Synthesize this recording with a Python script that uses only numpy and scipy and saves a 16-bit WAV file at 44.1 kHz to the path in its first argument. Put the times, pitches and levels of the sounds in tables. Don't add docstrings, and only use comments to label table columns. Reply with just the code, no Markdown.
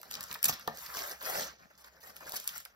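import sys
import numpy as np
from scipy import signal
from scipy.fft import rfft, irfft, next_fast_len
from scipy.io import wavfile
from scipy.ndimage import uniform_filter1d, map_coordinates

SR = 44100
rng = np.random.default_rng(int(sys.argv[2]) if len(sys.argv) > 2 else 0)


def pcm_store(signal):
    levels = np.round(np.clip(np.atleast_2d(signal), -1, 1) * 32767)
    wavfile.write(sys.argv[1], SR, levels.astype(np.int16).T)


N = 121275
TIME = np.arange(N) / SR

# frequency in Hz, relative level in dB.
CRISP_BAND = [(1500, -25), (2300, -3), (3500, -4), (4500, -1), (6000, 0), (7500, -8), (9500, -30)]
SIZZLE_BAND = [(5000, -56), (7000, 11), (9000, 5.5), (11500, 9.5), (13500, 8), (15600, 4)]
BODY_BAND = [(450, -30), (850, -5), (1200, 0), (1800, -1), (2400, -8), (4000, -30)]
HOLLOW_BAND = [(150, -30), (340, -9), (580, 0), (820, -2), (1500, -30)]
HANDLING_BAND = [(35, -30), (68, -4), (100, -10), (160, 0), (230, -3), (400, -25), (800, -50)]
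def paper():
    envelopes = rustle_envelopes()
    envelopes[:4] += rip_envelopes()
    grain = amp(-3) * creases()
    excitation = envelopes * (grain + [patchy_hiss() for _ in envelopes])
    excitation[:3] += snaps()
    bands = [CRISP_BAND, SIZZLE_BAND, BODY_BAND, HOLLOW_BAND, HANDLING_BAND]
    return sum(colour(x, band) for x, band in zip(excitation, bands))


# time in seconds, then the crisp, sizzle, body, hollow and handling levels in dB.
RUSTLE_LEVELS = [(0.0, -67.5, -69, -72, -66, -78.5), (0.231, -58, -63, -54.5, -64, -65),
                 (0.292, -57, -53, -58.5, -66, -75), (0.31, -59, -53.5, -52.5, -59.5, -59.5),
                 (0.4, -64.5, -62, -63.5, -70, -72), (0.44, -57, -56, -56.5, -63.5, -72),
                 (0.47, -56, -80, -50, -58, -50), (0.53, -47, -85, -50.5, -59, -50),
                 (0.555, -52, -63, -54.5, -62.5, -67), (0.6, -62, -67, -60, -67, -75),
                 (0.652, -61, -62.5, -70, -71.5, -73), (0.69, -66, -83, -60, -51.5, -54),
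                 (0.751, -58.5, -61, -62.5, -59.5, -67), (0.83, -54.5, -47, -53, -67, -74),
                 (0.88, -58.5, -51.5, -52, -69, -69.5), (0.93, -58, -48, -51.5, -62, -77),
                 (0.971, -45, -45, -49.5, -52, -65), (1.059, -50, -46.5, -47.5, -53.5, -77),
                 (1.13, -58, -53, -55.5, -55.5, -72), (1.192, -64, -64, -62.5, -71, -81),
                 (1.26, -47, -44, -48, -47.5, -70), (1.31, -45, -41, -46.5, -49.5, -68),
                 (1.391, -44.5, -43.5, -45, -44, -53.5), (1.445, -49.5, -50, -54.5, -55.5, -65.5),
                 (1.491, -53.5, -58, -48, -57, -69), (1.55, -72.5, -79.5, -77.5, -72.5, -76.5),
                 (1.85, -74, -79.5, -69, -77, -80.5), (2.07, -75, -72, -68.5, -70.5, -73.5),
                 (2.19, -63.5, -61, -68, -67, -76.5), (2.24, -60, -63.5, -67, -59, -70),
                 (2.469, -53.5, -49.5, -61, -71, -81.5), (2.57, -56.5, -56.5, -57, -79, -73),
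                 (2.64, -66, -68, -79, -74, -88), (2.75, -84, -79, -69.5, -77, -79)]
def rustle_envelopes(sway_db=1.2):
    times, *levels = np.transpose(RUSTLE_LEVELS)
    common_db = sway_db * wobble(34.14)
    return amp(common_db + [np.interp(TIME, times, db) + sway_db * wobble(24.68) for db in levels])


def creases(per_second=1500, spread_db=5, clump_db=2.5, decay_cycles=1.6):
    when, pitch, rarity = rng.random((int(N / SR * per_second), 3)).T
    onset = (when * N).astype(int)
    hz = 400 * (15000 / 400) ** pitch
    size = hz * amp(-spread_db * np.log(rarity + .03) + clump_db * wobble(39.3)[onset])
    age = np.arange(200)
    cycles = hz[:, None] * age / SR
    rings = size[:, None] * np.sin(2 * np.pi * cycles) * np.exp(-cycles / decay_cycles)
    return unit(np.bincount((onset[:, None] + age).ravel(), rings.ravel())[:N])


def patchy_hiss(spread_db=3.0):
    spectra = signal.stft(rng.standard_normal(N), nperseg=256)[2]
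    patches = uniform_filter1d(uniform_filter1d(rng.standard_normal(spectra.shape), 5, 0), 6, 1)
    return unit(signal.istft(spectra * amp(spread_db * unit(patches)), nperseg=256)[1][:N])


# start in seconds, length in seconds, crisp level in dB, body level relative to it in dB.
RIPS = [(0.105, 0.04, -57, -13), (0.438, 0.004, -37, -12), (0.452, 0.0077, -34.5, -10),
        (0.482, 0.017, -34.5, -12.5), (0.524, 0.015, -48, -19), (1.588, 0.056, -90, 23),
        (1.7, 0.013, -83, 19), (1.775, 0.048, -70.5, -9.5), (1.839, 0.043, -69.5, 6),
        (2.003, 0.031, -67, -21), (2.028, 0.042, -66, 4.5), (2.069, 0.036, -64, 4),
        (2.26, 0.031, -65.5, 11.5), (2.204, 0.028, -73, 18), (2.33, 0.019, -53.5, 1),
        (2.355, 0.017, -45, -5.5), (2.557, 0.0084, -53.5, 1.5)]
def rip_envelopes(rise_s=.0025, t60=.029, sizzle_db=5, hollow_below_body_db=8.5):
    envelopes = np.zeros((4, N))
    for start, length, db, body_db in RIPS:
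        age = TIME - start
        shape = amp(db - 60 * np.maximum(age - length, 0) / t60) * np.clip(age / rise_s, 0, 1)
        envelopes += shape * amp([[0], [sizzle_db], [body_db], [body_db - hollow_below_body_db]])
    return envelopes


# time in seconds, crisp level in dB, then sizzle and body levels relative to it in dB.
FOLD_SNAPS = [(0.0153, -39, 10, -20), (0.031, -35.5, 1.5, 5), (0.112, -24, 3, -5.5), (0.1224, -30, 3, -18),
              (0.1405, -21, -5, -27), (0.153, -21.5, -4, -40), (0.208, -25, 7.5, -15),
              (0.2298, -32, 10, -14), (0.2385, -29, 8, -7), (0.269, -40, 4, -21), (0.313, -24, -1.5, -6.5),
              (0.319, -34, 4, -20), (0.3278, -28, 9, -22), (0.342, -29, 9, -26), (0.3467, -26, 1, -22),
              (0.353, -35, -5, 12.5), (0.357, -42, -5, 16), (0.3907, -37, -9.5, -15.5),
              (0.4293, -17, 8, -11), (0.4432, -16, 16, -16), (0.4825, -24, 12, -11), (0.596, -38.5, 9, 6),
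              (0.676, -20.5, 0, -28), (0.761, -48, 11, -6), (0.773, -32.5, 4.5, -7), (0.863, -32, 6, -12),
              (0.918, -36.5, 2, 1), (0.948, -24, -4, 2), (0.9908, -20, -4, -13), (1.112, -28.5, 2, -19),
              (1.2137, -41.5, 5, 14), (1.227, -39.5, 17, -7), (1.259, -35, -4, -13), (1.3058, -27, 2, -3),
              (1.754, -52, -7.5, -26), (1.845, -30, -20, -9), (1.8574, -64, -10, -10),
              (2.1654, -33, 6.5, -8), (2.271, -48, -6, -18), (2.2943, -29, 9.5, -24), (2.3209, -27, 5, -2),
              (2.3477, -34, 10, -9), (2.4, -30, 8, -10), (2.4424, -33, 6, -32), (2.4761, -20.5, 11.5, -10),
              (2.491, -22, -11, -8.5), (2.555, -38, 8, -8), (2.572, -31, 6, -20), (2.5797, -37.5, 17, -12),
              (2.6024, -38, 7.5, 1), (2.6521, -30.5, 7.5, -20), (2.6577, -39.5, -5, 7.5)]
def snaps(lead_in_s=.01, lead_in_t60=.012, flutter_t60=.019):
    crack_t60, rise_s = [[.0025], [.0025], [.014]], [[.0002], [.0002], [.001]]
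    age = TIME[:SR // 5] - lead_in_s
    after = np.maximum(age, 0)
    lead_in = (age < 0) * amp(-26 + 60 * np.minimum(age, 0) / lead_in_t60)
    crack = amp(-60 * after / crack_t60)
    flutter = amp(-25.5 - 60 * after / flutter_t60)
    envelope = lead_in + (crack + flutter) * (1 - np.exp(-after / rise_s))
    bands = np.zeros((3, N))
    for time, db, sizzle_db, body_db in FOLD_SNAPS:
        burst = envelope * rng.standard_normal(len(age))
        burst *= np.linalg.norm(envelope[0]) / np.linalg.norm(burst, axis=1)[:, None]
        span = bands[:, round((time - lead_in_s) * SR):][:, :len(age)]
        span += amp(db) * amp([[0], [sizzle_db], [body_db]]) * burst[:, :span.shape[1]]
    return bands


# start in seconds, ring level in dB, thump level in dB.
BOX_KNOCKS = [(.4945, -36.5, -39), (0.6781, -28.5, -52), (2.338, -43.5, -72)]
# frequency in Hz, relative level in dB, time to decay by 60 dB in seconds.
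BOX_MODES = [(220, -12, 0.14), (532, 6.5, 0.015), (743, 14.5, 0.015), (875, 2.5, 0.031), (1184, 6, 0.029),
             (1790, -5.5, 0.055)]
def box_knocks(thump_hz=154, thump_t60=.072, rise_s=.00095):
    start, ring_db, thump_db = np.transpose(BOX_KNOCKS)[..., None]
    age = np.maximum(TIME - start, 0)
    mode = lambda hz, db, t60: amp(db - 60 * age / t60) * np.sin(2 * np.pi * hz * age)
    ring = sum(mode(hz, db + rng.normal(0, .72, start.shape), t60) for hz, db, t60 in BOX_MODES)
    thump = mode(thump_hz, thump_db, thump_t60)
    return ((amp(ring_db) * ring + thump) * (1 - np.exp(-age / rise_s))).sum(axis=0)


# frequency in Hz, T60 in seconds.
ROOM_DECAY = [(200, 0.037), (2000, 0.31), (10000, 0.13)]
SCATTER_DECAY = [(200, 0.035), (8000, 0.016)]
def reflections(x, decays, size, hop=1500):
    out, window = np.zeros(N + size + 3 * hop), signal.get_window("hann", 2 * hop)
    x = np.pad(x, (hop, 2 * hop))
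    hz, age, spectra = signal.stft(rng.standard_normal((N // hop + 1, size)), SR, nperseg=128)
    decay = amp(-60 * age / along(decays, hz)[:, None])
    tails = signal.istft(spectra * decay, SR, nperseg=128)[1][:, :size]
    for k, tail in enumerate(tails):
        piece = signal.fftconvolve(np.sqrt(window) * x[k * hop:][:2 * hop], tail / np.linalg.norm(tail))
        out[k * hop:][:len(piece)] += piece
    return out[hop:hop + N]


# frequency in Hz, relative level in dB.
ROOM_TONE_SPECTRUM = [(25, -44), (62, 18), (100, -10), (300, -25), (1000, -26), (3000, -23), (8000, -57),
                      (15000, -59)]
def room_tone(level_db=-76):
    return amp(level_db) * colour(rng.standard_normal(N), ROOM_TONE_SPECTRUM)


# frequency in Hz, left-right likeness from 0 to 1.
STEREO_COHERENCE = [(100, .85), (700, .82), (1700, .68), (2700, .5), (3500, .35), (5000, .55), (6400, .5),
                    (7500, .92), (9400, .98), (10500, .85), (12300, .85), (13500, .96)]
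# frequency in Hz, phase of left relative to right in radians.
STEREO_PHASE = [(60, 0), (780, -1.2), (1810, -1.5), (2760, -3.1), (4220, -5.6), (5770, -6.8), (7100, -9.4),
                (10200, -9.5), (11000, -10.5), (12500, -12.5), (16000, -12.6)]
# frequency in Hz, level of left relative to right in dB.
STEREO_BALANCE = [(60, -3), (160, 3), (350, 5), (740, 0), (15000, 0)]
def stereo_image(shared, scattered):
    side = np.array([[1], [-1]])
    mix_angle = lambda hz: np.arccos(np.clip(along(STEREO_COHERENCE, hz), 0, 1)) / 2
    pan = lambda hz: amp(side * along(STEREO_BALANCE, hz) / 2) * np.exp(.5j * side * along(STEREO_PHASE, hz))
    return (filtered(shared, lambda hz: pan(hz) * np.cos(mix_angle(hz)))
            + filtered(scattered, lambda hz: side * pan(hz) * np.sin(mix_angle(hz))))


def amp(db):
    return 10 ** (np.asarray(db) / 20)


def unit(x):
    return x / np.sqrt(np.mean(x ** 2) + 1e-20)


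def along(points, hz):
    frequencies, values = np.transpose(points)
    return np.interp(np.log(hz + 1), np.log(frequencies + 1), values)


def wobble(rate):
    return map_coordinates(rng.standard_normal(int(N * rate / SR) + 4), [TIME * rate])


def filtered(x, response):
    size = next_fast_len(N + SR // 2)
    return irfft(rfft(x, size) * response(np.fft.rfftfreq(size, 1 / SR)), size)[..., :N]


def colour(x, spectrum):
    cepstrum = irfft(np.log(amp(along(spectrum, np.fft.rfftfreq(4096, 1 / SR)))))
    cepstrum[1:2048] *= 2
    cepstrum[2049:] = 0
    impulse = irfft(np.exp(rfft(cepstrum)))
    return signal.fftconvolve(x, impulse / np.linalg.norm(impulse))[:N]


def scene(reverb_db=-9):
    direct = paper() + box_knocks()
    shared_tone, scattered_tone = room_tone(), room_tone()
    reverb = lambda: amp(reverb_db) * reflections(direct, ROOM_DECAY, size=8192)
    shared = direct + reverb() + shared_tone
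    scattered = reflections(direct, SCATTER_DECAY, size=2048) + reverb() + scattered_tone
    return stereo_image(shared, scattered)


def record(dry):
    cutoff_hz = 15800
    return filtered(dry, lambda hz: 1 / (1 + (hz / cutoff_hz) ** 160))


dry = scene()
out = record(dry)
pcm_store(out)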